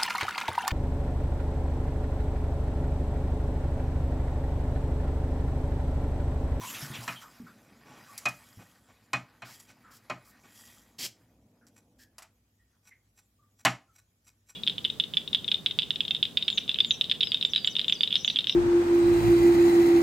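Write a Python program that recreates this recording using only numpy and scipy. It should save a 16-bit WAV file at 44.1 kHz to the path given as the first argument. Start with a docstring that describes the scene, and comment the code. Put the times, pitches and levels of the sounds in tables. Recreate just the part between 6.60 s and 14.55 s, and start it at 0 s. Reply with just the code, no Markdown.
"""In a small kitchen, ground spices are tipped from a plate into a bowl, close by.
The plate is picked up with a rustle and knocks against the dish, so crockery and table top ring.
Powder slides off in hissing trickles, and the falling grains make the bowl ring faintly.
A finger brushes out the rest, sticking and slipping on the glaze.
A low hum, a rumble and a few faint peeps lie behind."""
import sys
import numpy as np
from scipy import signal
from scipy.fft import rfft, irfft, next_fast_len
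from scipy.io import wavfile
from scipy.ndimage import uniform_filter1d, map_coordinates

SR = 44100
rng = np.random.default_rng(int(sys.argv[2]) if len(sys.argv) > 2 else 0)


def log_audio(samples):
    """Write samples as a 16-bit WAV file to the path given in sys.argv[1]."""
    # one column per channel
    frames = np.atleast_2d(samples).T
    # limit to full scale, then quantise
    limited = np.clip(frames, -1, 1)
    pcm = np.round(limited * 32767).astype(np.int16)
    wavfile.write(sys.argv[1], SR, pcm)


N = 350595
T = np.arange(SR // 2) / SR  # seconds within one short sound

# Levels are relative: the functions scale them further. A ring time (t60) is the time to fade by 60 dB.
# powder running into the bowl: (middle [s], half length [s], landing level [dB], hiss level [dB])
POURS = [(1.67, 0.21, -73, -62), (1.99, 0.18, -67.5, -73), (2.978, 0.081, -59.5, -65.5),
         (4.016, 0.12, -61, -59.5), (4.15, 0.13, -66.5, -70)]
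# tone colour of running powder: (frequency [Hz], level [dB])
POWDER_COLOUR = [(1470, -28.5), (2500, -8), (3180, -6), (3550, -6), (4370, -10.5), (5310, -6), (6810, -3.5),
                 (8460, -11.5), (11400, -7.5), (14900, -10), (16000, -20)]
# notes of the bowl where grains land: (frequency [Hz], width [Hz], level [dB])
BOWL_NOTES = [(1910, 52, 1), (3254, 100, -3.5), (4900, 170, -4.5), (5696, 69, -3), (6800, 68, -8.5),
              (7400, 120, -1), (8000, 180, -3.5), (8350, 200, -13), (9680, 26, -12.5), (10570, 160, 0),
              (11410, 33, -1), (11500, 97, -3), (12200, 69, -2), (14000, 51, -10.5)]
# a patch of powder slips or is swept: (time [s], length [s], level [dB], brightness [dB/octave])
SLIPS = [(0.092, 0.019, -41.5, 3), (0.226, 0.04, -48.5, 5), (0.424, 0.017, -44, 1), (2.844, 0.11, -55, 1.5),
         (3.305, 0.07, -58, 3.5), (3.644, 0.069, -62, 8.5), (4.382, 0.03, -36.5, -0.5),
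         (4.41, 0.053, -34, 0), (5.383, 0.055, -60, 2)]
# tone colour of dry powder pushed along: (frequency [Hz], level [dB])
SCRAPE_COLOUR = [(60, -30.5), (110, -2.5), (450, -11), (800, -14.5), (1500, -15), (2200, -6), (3200, -3.5),
                 (4200, -7.5), (5300, -4.5), (7800, -5), (9000, -12), (12500, -8), (16000, -15.5)]
# notes in the rasp of swept powder: (frequency [Hz], width [Hz], level [dB])
RASP_NOTES = [(3220, 38, -2.5), (4100, 97, -4.5), (4570, 190, -1.5), (5000, 130, -1), (5390, 120, -3.5),
              (7260, 30, 1)]
# the plate shifts in the hand: (time [s], length [s], rub level [dB], hiss level [dB])
SHIFTS = [(0.0, 0.23, -49, -44), (0.241, 0.29, -48.5, -51.5), (1.348, 0.23, -60, -66.5),
          (2.817, 0.09, -57.5, -76)]
# faint rustle while the plate is held: (time [s], rub level [dB], hiss level [dB])
HOLDING_LEVELS = [(0.75, -63, -64), (1.09, -64.5, -73.5), (1.61, -58.5, -64), (2.25, -71, -71.5),
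                  (2.69, -65.5, -77), (4.14, -65.5, -70.5), (4.84, -83.5, -82), (7.95, -85.5, -81.5)]
# tone colour of the rubbed plate: (frequency [Hz], level [dB])
RUB_COLOUR = [(240, -39.5), (400, -9.5), (671, 0), (1240, 2.5), (2100, -0.5), (2260, -5.5), (3530, -9.5),
              (4270, -8.5), (5000, -7), (6500, -42), (11000, -120)]
# notes of the rubbed plate: (frequency [Hz], width [Hz], level [dB])
PLATE_NOTES = [(845, 32, -8.5), (1152, 41, -9), (1503, 26, -3.5), (1865, 78, -4.5), (2270, 35, 5),
               (2487, 38, 6), (3230, 23, -10), (3940, 64, -2), (4933, 31, -11), (5750, 66, 2.5),
               (5900, 25, 0.5), (7480, 55, 6), (7600, 100, -2.5), (9700, 34, -2)]
# the plate hits the dish: (time [s], level [dB], table thud [dB], rim tone [dB], high clink [dB],
# treble crack [dB], hardness [dB/octave], chatter length [s])
KNOCKS = [(0.478, -24, -22, -22, -27.5, -20, 1.5, 0.0022), (1.655, -21, -25, -10.5, -28, -13.5, -1, 0.017),
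          (2.532, -19, -23, -17.5, -24, -17, -1, 0.013), (2.82, -34.5, -20, -23.5, -25, -24, -0.5, 0.0066),
          (3.498, -24.5, -24, -23.5, -36.5, -21, -2.5, 0.0123),
          (7.05, -10, -24, -26.5, -35.5, -15, 2, 0.02)]
# notes of struck crockery: (frequency [Hz], level [dB], ring time [s])
CROCKERY_NOTES = [(597, -8, 0.14), (680, -3.5, 0.15), (832, -5, 0.15), (1046, 3, 0.064), (1066, -3.5, .13),
                  (1140, -10, .16), (1230, -0.5, .14), (1305, -1, .14), (1600, -11, .12), (1770, -4.5, .16),
                  (1860, -3.5, 0.055), (2010, -6, 0.082), (2154, -6.5, 0.14), (2930, -10, 0.15),
                  (2966, -9, 0.12), (3082, -12, 0.072), (5600, -15, 0.16), (5970, -17, 0.08),
                  (7030, -17.5, 0.18), (7752, -23, .1)]
# tone colour of clacking dishes: (frequency [Hz], level [dB])
CLACK_COLOUR = [(210, -38.5), (350, -13.5), (474, -20), (640, -3.5), (850, -5), (1260, -3), (1550, -7),
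                (1950, -5), (2600, -9), (3050, -10.5), (3500, -15), (4100, -14), (5300, -16.5),
                (7700, -18.5), (9000, -29.5), (12000, -29), (16000, -44.5)]
# low notes of the table top: (frequency [Hz], level [dB], ring time [s])
TABLE_NOTES = [(106, -10.5, 0.19), (125.7, 1, 0.32), (179.3, -3, 0.27), (235, -3.5, 0.15), (248, 0, .17),
               (297, -10.5, 0.2)]
# tone colour of a thud on the table top: (frequency [Hz], level [dB])
THUD_COLOUR = [(40, -21), (90, -6.5), (130, 1.5), (155, -5.5), (180, -1), (255, 3), (340, -7.5), (480, -17),
               (900, -64)]
# the plate grazes the dish: (time [s], length [s], level [dB], brightness [dB/octave])
GRAZES = [(0.333, 0.025, -44.5, -2), (0.6, 0.036, -51.5, -0.5), (1.251, 0.14, -54, -6.5),
          (1.983, 0.045, -53, -7.5), (2.279, 0.04, -59.5, -7.5), (3.075, 0.04, -55.5, -3),
          (3.83, 0.03, -56, -6)]
# a finger wipes the glaze: (time [s], length [s], level [dB])
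WIPES = [(5.157, 0.031, -59), (6.252, 0.037, -57.5), (6.572, 0.024, -58), (6.988, 0.026, -59.5),
         (7.35, 0.011, -57.5), (7.381, 0.0115, -57.5), (7.665, 0.022, -53), (7.887, 0.019, -52)]
# tone colour of slipping on the bare plate: (frequency [Hz], level [dB])
GLAZE_COLOUR = [(200, -16), (480, -8.5), (720, 0.5), (1400, 2.5), (3000, -8.5), (6000, -1), (7700, -4.5),
                (9000, -9), (12000, -2.5), (16000, -17)]
# light, hard taps: (time [s], level [dB], dish level [dB], chatter length [s])
TICKS = [(1.578, -43, -34, 0.0022), (1.6863, -48.5, -4, 0.0022), (3.0, -57.5, -15, 0.0034),
         (5.068, -65, -10.5, 0.016), (5.5823, -51.5, -2.5, 0.0041), (5.622, -57, 1, 0.0098)]
# tone colour of such a tap: (frequency [Hz], level [dB])
TICK_COLOUR = [(1180, -41.5), (2000, -11.5), (3550, -7.5), (4530, 0), (7910, 0.5), (9250, -9),
               (10800, -0.5), (16000, -14)]
# soft bumps of handling: (time [s], level [dB], pitch [Hz])
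BUMPS = [(0.0, -41, 107), (0.225, -37, 142), (0.302, -35.5, 136), (0.388, -37.5, 118), (0.8, -38, 235),
         (0.834, -47, 166), (1.972, -43.5, 105), (1.989, -50, 174), (4.41, -49, 230), (4.45, -51.5, 114.5)]
# faint peeps and squeaks: (time [s], length [s], pitch [Hz], level [dB], width [share of the pitch])
PEEPS = [(0.01, 0.043, 1040, -44, 0.062), (0.135, 0.033, 2720, -43.5, 0.37),
         (0.335, 0.022, 2980, -41.5, 0.22), (0.558, 0.011, 3120, -48, 0.059),
         (0.615, 0.027, 1260, -49.5, 0.089), (0.864, 0.017, 1420, -52, 0.1),
         (1.478, 0.035, 1130, -56, 0.05), (3.238, 0.094, 1330, -59.5, 0.21),
         (5.011, 0.022, 1490, -68, 0.12), (5.388, 0.05, 1726, -64.5, 0.06),
         (5.992, 0.02, 1890, -73.5, 0.03), (6.308, 0.014, 2070, -56.5, 0.071),
         (6.787, 0.066, 1174, -72.5, 0.02), (7.278, 0.033, 1330, -71, 0.025)]
# how long the kitchen echoes: (frequency [Hz], ring time [s])
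KITCHEN_RING_TIMES = [(120, 0.15), (400, 0.31), (2000, 0.24), (6000, 0.23), (14000, 0.15)]
# loudness of the room's low rush: (time [s], level [dB])
RUSH_LEVELS = [(0.0, -56.5), (0.38, -53), (0.55, -65.5), (1.15, -62.5), (2.45, -71), (2.68, -68),
               (5.27, -68), (6.0, -83.5), (7.22, -77.5), (7.44, -84), (7.95, -81)]
# tone colour of that rush: (frequency [Hz], level [dB])
RUSH_COLOUR = [(65, -35.5), (110, -3.5), (171, -9.5), (230, -1), (420, -17.5), (456, -13), (809, -19),
               (1000, -26), (1300, -48.5), (2200, -120)]
# tone colour of the steady rumble: (frequency [Hz], level [dB])
RUMBLE_COLOUR = [(20, -39.5), (40, -15), (58, 4), (75, -7.5), (100, -2.5), (135, -11), (230, -14),
                 (330, -20), (500, -25), (900, -48)]
# faint stereo spread that follows the sound's loudness: (frequency [Hz], level [dB])
SIDE_SPREAD_COLOUR = [(120, -42.5), (500, -34.0), (2500, -49.0), (6000, -32.5), (12000, -18.5)]
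# faint, steady stereo hiss: (frequency [Hz], level [dB])
SIDE_HISS_COLOUR = [(50, 5.5), (500, 5.0), (3000, 1.5), (8000, 0.5), (15000, 6)]

TOP_HZ = 15800


def pours():
    """Falling grains ring the bowl where they land."""
    flow = sum(amp(db) * stream(s, half) for s, half, db, _ in POURS)
    fine = resonate(noise(POWDER_COLOUR, N, grain_db=5), BOWL_NOTES, share=0.61)
    coarse = resonate(noise(RUB_COLOUR, N, grain_db=9), BOWL_NOTES, share=0.9)
    return flow * (fine + amp(-6) * coarse)


def stream(middle, half):
    """Loudness curve of a stream of powder that swells and thins."""
    return np.exp(-((np.arange(N) / SR - middle) / half) ** 2)


def slips():
    """Dry powder moves all at once with a raspy hiss."""
    out = np.zeros(N)
    for s, length, db, bright_db in SLIPS:
        grit = resonate(noise(SCRAPE_COLOUR, grain_db=1.5), RASP_NOTES, share=0.2)
        add(out, s, amp(db) * stroke(grit, length, bright_db))
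    return out


def sliding():
    """The plate rubs in the hand while fine grains run over it; shifts and pours make it louder."""
    rub_db, hiss_db = curves(HOLDING_LEVELS)
    rub_power, hiss_power = amp(rub_db - 1.3) ** 2, amp(hiss_db + 0.1) ** 2
    for s, length, shift_rub_db, shift_hiss_db in SHIFTS:
        movement = hand_shift(s, length)
        rub_power += (amp(shift_rub_db) * movement) ** 2
        hiss_power += (amp(shift_hiss_db) * movement) ** 2
    hiss_power += sum((amp(db) * stream(s, half)) ** 2 for s, half, _, db in POURS)
    rub = patchy(resonate(noise(RUB_COLOUR, N, grain_db=2.5), PLATE_NOTES, share=0.12), depth_db=2.5)
    hiss = patchy(resonate(noise(POWDER_COLOUR, N, grain_db=1.5), BOWL_NOTES, share=0.054), depth_db=3.5)
    grip = amp(1.5 * wobble(25, N))
    flicker = amp(0.76 * wobble(26, N))
    return np.sqrt(rub_power) * grip * rub + np.sqrt(hiss_power) * flicker * hiss


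def hand_shift(s, length, rise=0.02, t60=0.407):
    """Loudness curve of a hand movement that builds up, holds and dies away."""
    t = np.maximum(np.arange(N) / SR - s, 0)
    return (1 - np.exp(-t / rise)) * amp(-60 * np.maximum(t - length, 0) / t60)


def knocks():
    """The rims chatter for some milliseconds; crockery and table top ring on."""
    out = np.zeros(N)
    for s, db, thud_db, rim_db, clink_db, crack_db, hard_db, chatter in KNOCKS:
        contact = resonate(tilted(noise(CLACK_COLOUR, grain_db=1.5), hard_db), PLATE_NOTES, share=0.017)
        treble = filtered(contact, lambda hz: 1 - 1 / (1 + (hz / 3700) ** 8))
        clack_shape = (fade(0.076, chatter) + amp(-5) * fade(0.2)) * fade_in(0.0015)
        clack = punch((contact - treble) * clack_shape)
        crack = punch(treble * (fade(0.018, chatter / 3) + amp(-10.5) * fade(0.21)))
        body = crockery_ring(hard_db)
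        rim = punch(note(2494, t60=0.12, rise=0.006))
        clink = punch(note(4120, t60=0.1, rise=0.0015))
        impact = amp(-12) * clack + amp(crack_db - 5) * crack
        ringing = amp(-16) * body + amp(rim_db + 4) * rim + amp(clink_db) * clink
        add(out, s, amp(db) * (impact + ringing + amp(thud_db) * table_thud()))
    return out


def crockery_ring(hard_db):
    """Struck dishes ring with many notes at once; a harder blow favours the high ones."""
    ring = np.zeros(len(T))
    for hz, db, t60 in CROCKERY_NOTES:
        strength = amp(db + hard_db * np.log2(hz / 1000) + rng.normal(0, 1.5))
        ring += strength * note(hz, t60, rise=0.0018)
    return punch(ring)


def table_thud():
    """The table top answers a knock with a short boom and a dull puff of noise."""
    notes = sum(amp(db) * note(hz, t60, rise=0.022) for hz, db, t60 in TABLE_NOTES)
    boom = punch(notes * fade(0.1, hold=0.11))
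    dull = punch(noise(THUD_COLOUR) * fade(0.18) * fade_in(0.0099))
    return punch(boom + amp(-1) * dull)


def grazes():
    """The rim drags briefly over the dish, partly cushioned by powder."""
    out = np.zeros(N)
    for s, length, db, bright_db in GRAZES:
        add(out, s, amp(db) * stroke(friction(bare_share=0.54), length, bright_db))
    return out


def finger_wipes(touch_s=0.026, bare_share=0.9):
    """The finger lands lightly, then sticks and slips over the glaze and sets the plate ringing."""
    out = np.zeros(N)
    for s, length, db in WIPES:
        touch = stroke(friction(bare_share), touch_s, bright_db=4)
        add(out, s - touch_s, amp(db - 15.5) * touch)
        judder = amp(3.5 * wobble(220, len(T)))
        wipe = stroke(judder * friction(bare_share), length, bright_db=0.6, rise=0.004)
        add(out, s, amp(db) * wipe)
    return out


def friction(bare_share):
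    """Rubbing gives a plain hiss through powder, and a gritty ring on bare glaze."""
    powder = noise(SCRAPE_COLOUR, grain_db=1)
    glaze = resonate(noise(GLAZE_COLOUR, grain_db=3.5), PLATE_NOTES, share=0.75)
    return np.sqrt(1 - bare_share) * powder + np.sqrt(bare_share) * glaze


def stroke(grit, length, bright_db, rise=0.011):
    """One run of tiny slips: the pressure rises, holds and lets go."""
    pressure = fade_in(rise) * (0.42 * fade(0.03, length) + 0.55 * fade(0.088, length))
    return pressure * tilted(grit, bright_db)


def ticks():
    """A light tap gives a gritty snap with a little of the dish under it."""
    out = np.zeros(N)
    for s, db, body_db, chatter in TICKS:
        grit = resonate(noise(TICK_COLOUR, grain_db=3), BOWL_NOTES, share=0.13)
        snap = punch(grit * (fade(0.034, chatter) + amp(-3.5) * fade(0.098)))
        body = punch(noise(CLACK_COLOUR) * fade(0.14))
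        add(out, s, amp(db) * (snap + amp(body_db) * body))
    return out


def bumps(t60=0.23):
    """Soft bumps stir only the low notes."""
    out = np.zeros(N)
    for s, db, hz in BUMPS:
        dull = noise(THUD_COLOUR) * fade(t60) * fade_in(0.0044)
        add(out, s, amp(db) * (note(hz, t60, rise=0.001) + amp(-10.5) * dull))
    return out


def peeps():
    """Brief, rough peeps: noise squeezed around one pitch, with a soft tail."""
    out = np.zeros(N)
    for s, length, pitch, db, width in PEEPS:
        band = filtered(rng.standard_normal(len(T)), lambda hz: 1 / (1 + ((hz / pitch - 1) / width) ** 2))
        tone = unit(band / np.sqrt(abs(signal.hilbert(band))))  # partly evens out the loudness
        add(out, s, amp(db) * tone * fade_in(0.004) * fade(0.18, length))
    return out


def kitchen_echo(x):
    """The walls throw the sound back; the middle pitches last longest."""
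    hz, t, bands = signal.stft(rng.standard_normal(len(T)), SR, nperseg=256)
    decay = amp(-60 * t / along(KITCHEN_RING_TIMES, hz)[:, None])
    tail = signal.istft(bands * decay, SR, nperseg=256)[1]
    delayed = np.pad(x, (300, 0))
    return signal.fftconvolve(delayed, tail / np.linalg.norm(tail))[:N]


def background():
    """The room's low rush, a steady rumble and a 100 Hz mains hum."""
    rush_db, = curves(RUSH_LEVELS)
    hum = unit(np.sin(2 * np.pi * 100 * np.arange(N) / SR + 0.21 * wobble(1.6, N)))
    rush = amp(rush_db + 1.5) * noise(RUSH_COLOUR, N)
    return rush + amp(-74) * noise(RUMBLE_COLOUR, N) + amp(-75.5) * hum


def noise(colour, size=len(T), grain_db=0):
    """Noise with a tone colour; grain_db clumps it into tiny contacts of uneven size."""
    contacts = rng.standard_normal(size) * amp(grain_db * wobble(900, size))
    return unit(filtered(contacts, lambda hz: amp(along(colour, hz))))


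def note(hz, t60, rise):
    """One pure note that builds up and rings out."""
    return np.sin(2 * np.pi * (hz * T + rng.random())) * fade(t60) * fade_in(rise)


def resonate(x, notes, share):
    """Let a share of the power of x ring at an object's own notes."""
    def response(hz):
        return sum(amp(db) * 1j * hz * width / (pitch ** 2 - hz ** 2 + 1j * hz * width)
                   for pitch, width, db in notes)
    return unit(np.sqrt(1 - share) * unit(x) + np.sqrt(share) * unit(filtered(x, response)))


def patchy(x, depth_db):
    """The contact keeps shifting, so that pitch bands swell and sink on their own."""
    bands = signal.stft(x, nperseg=512)[2]
    swells = uniform_filter1d(rng.standard_normal(bands.shape), size=7, axis=0)  # smooth over pitch
    swells = uniform_filter1d(swells, size=8, axis=1)  # and over time
    return unit(signal.istft(bands * amp(depth_db * unit(swells)), nperseg=512)[1][:len(x)])


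def tilted(x, slope_db):
    """Brighten or dull by slope_db per octave between 500 Hz and 12 kHz."""
    return unit(filtered(x, lambda hz: amp(slope_db * np.log2(np.clip(hz, 500, 12000)))))


def filtered(x, response):
    """Turn each frequency of x up or down by response(hz)."""
    size = x.shape[-1]
    padded = next_fast_len(size + 8192)
    return irfft(rfft(x, padded) * response(np.fft.rfftfreq(padded, 1 / SR)), padded)[..., :size]


def fade_in(rise):
    """Climb from silence, about two thirds of the way in rise seconds."""
    return 1 - np.exp(-T / rise)


def fade(t60, hold=0):
    """Full level for hold seconds, then down 60 dB every t60 seconds."""
    return amp(-60 * np.maximum(T - hold, 0) / t60)


def wobble(rate, size):
    """A smooth curve through rate random points a second."""
    points = rng.standard_normal(int(size * rate / SR) + 4)
    return map_coordinates(points, [np.arange(size) * rate / SR])


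def along(points, hz):
    """Read between (frequency, value) points, with octaves evenly spaced."""
    frequencies, values = np.transpose(points)
    return np.interp(np.log(hz + 1), np.log(frequencies + 1), values)


def curves(rows):
    """One value per sample for each column after the time."""
    times, *columns = np.transpose(rows)
    return [np.interp(np.arange(N) / SR, times, column) for column in columns]


def amp(db):
    """Turn decibels into a factor to multiply by."""
    return 10 ** (np.asarray(db) / 20)


def unit(x):
    """Scale to an average level (rms) of 1."""
    return x / np.sqrt(np.mean(x ** 2) + 1e-20)


def punch(x):
    """Scale so that the first 30 ms have an average level of 1."""
    return x / np.sqrt(np.mean(x[:round(0.03 * SR)] ** 2) + 1e-20)


def add(track, s, sound):
    """Mix a sound into the track at s seconds."""
    part = track[max(round(s * SR), 0):][:len(sound)]
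    part += sound[:len(part)]


def scene():
    """Everything is heard from the middle; only a trace differs between the ears."""
    blows = knocks()
    near = blows + ticks() + bumps() + slips() + grazes() + finger_wipes() + peeps()
    middle = near + amp(-14) * kitchen_echo(near) + pours() + sliding() + background()
    # a smeared copy gives a faint stereo spread that follows the sound's loudness
    side_spread = filtered(kitchen_echo(middle), lambda hz: amp(along(SIDE_SPREAD_COLOUR, hz)))
    side = side_spread + amp(-36.5) * kitchen_echo(blows) + amp(-77) * noise(SIDE_HISS_COLOUR, N)
    return np.array([middle + side, middle - side])


def record(dry):
    """Cut away everything above TOP_HZ."""
    return filtered(dry, lambda hz: hz < TOP_HZ)


dry = scene()
out = record(dry)
log_audio(out)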